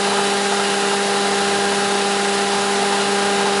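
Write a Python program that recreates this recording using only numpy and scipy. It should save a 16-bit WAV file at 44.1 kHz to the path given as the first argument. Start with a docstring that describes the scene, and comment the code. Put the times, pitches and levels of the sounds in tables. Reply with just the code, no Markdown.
"""An industrial centrifuge runs at full speed in a factory hall, heard close to its control panel.
From the start the bowl hums at its rotation rate and the harmonics, amid drive tones and bearing whines;
churned air and liquid roar and hiss, throbbing 15 times a second, and strong throbs rattle the housing.
Brief steel rings colour the first 1.5 s, then a low drone swells. Rattles thin out after 2 s, a last
ring comes at 3 s, and the hum grows slightly as the microphone ends nearest the panel."""
import sys
import numpy as np
from scipy import signal
from scipy.fft import rfft, irfft
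from scipy.io import wavfile

SR = 44100
rng = np.random.default_rng(int(sys.argv[2]) if len(sys.argv) > 2 else 0)


def file_out(sig):
    """Save sig as 16-bit WAV at sys.argv[1]."""
    # one column per channel
    cols = np.atleast_2d(sig).T
    # limit, then scale
    lim = np.clip(cols, -1, 1)
    pcm = np.round(lim * 32767).astype(np.int16)
    wavfile.write(sys.argv[1], SR, pcm)


N = 158760
t = np.arange(N) / SR


def undb(db):
    """Amplitude ratio of a level in decibels."""
    return 10 ** (np.asarray(db) / 20)


def filtered(x, gain):
    """Linear filtering: the spectrum is multiplied by gain(f)."""
    f = np.maximum(np.arange(N // 2 + 1) * SR / N, 1e-3)
    return irfft(rfft(x) * gain(f), N)


def fluctuation(rate_hz):
    """Low-pass Gaussian noise of zero mean and unit variance."""
    slow = filtered(rng.standard_normal(N), lambda f: 1 / (1 + (f / rate_hz) ** 4))
    return (slow - slow.mean()) / slow.std()


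def tone(hz, db, waver, rate_hz):
    """Random amplitude and phase modulation of a sinusoid, at a given RMS level."""
    carrier = np.exp(2j * np.pi * (hz * t + rng.random()))
    sway = 1 + waver * (fluctuation(rate_hz) + 1j * fluctuation(rate_hz)) / np.sqrt(2)
    return undb(db) * np.sqrt(2 / (1 + waver ** 2)) * (sway * carrier).real


def resonance(hz, half_width_hz):
    """Response of one mode to random forcing, at unit RMS."""
    mode = filtered(rng.standard_normal(N), lambda f: 1 / (1 + ((f - hz) / half_width_hz) ** 2))
    return mode / mode.std()


# Envelope of the drone: t/s, level/dB
DRONE_LEVELS = [(0, -61), (.5, -57), (1, -74), (1.45, -49), (1.75, -49), (2.1, -59), (2.5, -52),
                (2.85, -64), (3.6, -54)]

def drone():
    """Slow amplitude modulation: a low tone of the drive comes and goes."""
    return tone(hz=83, db=0, waver=0.12, rate_hz=4) * undb(np.interp(t, *np.array(DRONE_LEVELS).T))


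# Swells of metallic ringing: t/s, half-duration/s, f/Hz, half-width/Hz, level/dB
RING_SWELLS = [(.06, .12, 4030, 40, -35.5), (0.273, 0.081, 3890, 25, -35), (.70, 0.14, 2790, 80, -37),
               (.90, .11, 2800, 55, -37), (1.35, 0.22, 4055, 30, -39), (3.0, .09, 2870, 80, -39)]

def steel_ringing():
    """Lightly damped resonance: narrow, high modes of the steel swell and fade."""
    return sum(undb(db) * np.exp(-((t - at) / half_s) ** 2) * resonance(hz, width)
               for at, half_s, hz, width, db in RING_SWELLS)


# Whines of bearings and motor: f/Hz, relative level/dB
WHINE_LINES = [(1950, -45), (2927, -48), (3033, -44.5), (3095, -48), (3247, -51), (3492, -50), (3643, -49),
               (3708, -48.5), (3771, -47), (3886, -43), (4037, -45), (4059, -44), (4437, -50), (4588, -50),
               (6997, -48), (7095, -54), (7884, -53)]

def bearing_whine(gain_db=1):
    """Narrow-band fading: thin, high spectral lines waver independently in the hall."""
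    return sum(tone(hz, db + gain_db, waver=0.4, rate_hz=3.1) for hz, db in WHINE_LINES)


# Modes of the housing: f/Hz, half-width/Hz, relative level/dB
HOUSING_MODES = [(464, 47, -9.5), (703, 44, -4.5), (870, 63, -0.5), (1016, 42, -11.5), (1320, 300, -6.5)]
# Strong throbs: t/s, relative level/dB
STRONG_THROBS = [(.078, -23), (.130, -19), (.194, -18), (.328, -24), (.392, -30), (.529, -21),
                 (.594, -24.5), (.864, -26), (.930, -21), (1.163, -24), (1.262, -34), (1.332, -19.5),
                 (1.594, -29), (1.731, -20), (1.922, -29), (2.532, -23), (2.832, -20), (2.932, -20),
                 (3.402, -27), (3.468, -19)]

def housing_rattle(gain_db=-3.5, rise_s=0.016, fall_s=0.015):
    """Forced vibration: each strong throb briefly excites the housing's modes in a dull rattle."""
    modes = sum(undb(db) * resonance(hz, width) for hz, width, db in HOUSING_MODES)
    force = sum(undb(db) * np.exp(-((t - at) / np.where(t < at, rise_s, fall_s)) ** 2)
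                for at, db in STRONG_THROBS)
    return undb(gain_db) * force * modes / modes.std()


# Tones of drive and housing: f/Hz, level/dB
DRIVE_LINES = [(124, -59), (246, -47.5), (284, -51.5), (315, -52), (429, -47), (480, -42), (569, -46),
               (629, -49), (659, -51), (692, -41.5), (829, -44), (838, -43.5), (868, -45), (1030, -47),
               (1227, -48), (1241, -46.5), (1288, -47.5), (1327, -45.5), (1428, -48), (1439, -41),
               (1497, -48), (1607, -46.5), (1616, -40.5), (1637, -48.5), (1647, -47.5), (1672, -47)]

def drive_tones():
    """Beating: weak, wavering tones interfere where their frequencies lie close together."""
    return sum(tone(hz, db, waver=0.73, rate_hz=4) for hz, db in DRIVE_LINES)


# Roar and hiss, with the housing's broad resonances: f/Hz, spectral density level/dB
FLOW_SPECTRUM = [(25, -102), (60, -76), (100, -77.5), (155, -59.5), (200, -63), (330, -59.5), (455, -53.5),
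                 (545, -60), (700, -55.5), (775, -55.5), (850, -51.5), (940, -60.5), (1030, -53),
                 (1100, -60), (1300, -54.5), (1550, -58.5), (1630, -59.5), (1760, -57.5), (1970, -58),
                 (2320, -62.5), (2800, -58.5), (3150, -63.5), (3400, -61.5), (4200, -63), (4900, -63.5),
                 (5900, -67.5), (9000, -69), (10200, -68), (11000, -69.5)]

def turbulence(body_gain, hiss_gain, throb_hz=14.97, shaft_hz=29.8):
    """Turbulent flow radiates broadband noise, coloured by the housing and modulated by rotation."""
    hz, db = np.array(FLOW_SPECTRUM).T
    white = rng.standard_normal(N) * np.sqrt(SR / 2)  # unit power per hertz
    noise = filtered(white, lambda f: undb(np.interp(np.log(f), np.log(hz), db)))
    body, up_to_churn, up_to_rush = (filtered(noise, lambda f: 1 / (1 + (f / edge_hz) ** 8))
                                     for edge_hz in (623, 2140, 5500))
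    throb = 1 + 0.088 * np.cos(2 * np.pi * throb_hz * (t - 0.123))  # about half the shaft rate
    surge = undb(-2 + 0.35 * fluctuation(rate_hz=26))
    churn = (up_to_churn - body) * throb * surge
    rush = up_to_rush - up_to_churn
    hiss = (noise - up_to_rush) * undb(0.5) * hiss_gain
    shake = 1 + 0.047 * np.sin(2 * np.pi * (shaft_hz * t + rng.random()))  # once per motor shaft turn
    flicker = undb(0.36 * fluctuation(rate_hz=35))
    return body * body_gain + (churn + rush + hiss) * shake * flicker


# Harmonics of the bowl: order, level/dB, flutter depth
BOWL_HARMONICS = [(1, -29.5, 0.033), (2, -24.5, 0.024), (3, -36, 0.24), (4, -26.5, 0.11), (5, -38, 0.38),
                  (6, -39.5, 0.22), (7, -40, 0.37), (8, -36, 0.62), (9, -41, .3)]

def bowl_hum(rotation_hz=199.92):
    """Rotating unbalance: a periodic force gives exact harmonics, the upper ones fluttering most."""
    return sum(tone(order * rotation_hz, db, flutter, rate_hz=21.8)
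               for order, db, flutter in BOWL_HARMONICS)


# Path of the microphone: t/s, distance from the panel/m
MICROPHONE_PATH = [(0, 0.26), (.3, 0.24), (.9, .26), (1.5, 0.2), (2.1, 0.24), (2.9, 0.22), (3.6, 0.16)]

def scene(hum_db_per_m=16, screening_db_per_m=9):
    """Superposition at one microphone: nearer the panel the hum grows and the hiss is screened."""
    distance_m = np.interp(t, *np.array(MICROPHONE_PATH).T)
    nearer_m = distance_m.mean() - distance_m
    near_gain = undb(hum_db_per_m * nearer_m)
    hiss_gain = undb(-screening_db_per_m * nearer_m)
    hum = (bowl_hum() + drive_tones()) * near_gain + drone()
    mono = hum + bearing_whine() + steel_ringing() + housing_rattle() + turbulence(near_gain, hiss_gain)
    return np.array([mono, mono])


def record(dry, cutoff_hz=11020):
    """Band limiting: a steep low-pass filter removes the top of the treble."""
    taps = signal.firwin(1501, cutoff_hz, fs=SR, window="blackman")
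    return signal.fftconvolve(dry, taps[None], mode="same", axes=1)


dry = scene()
out = record(dry)
file_out(out)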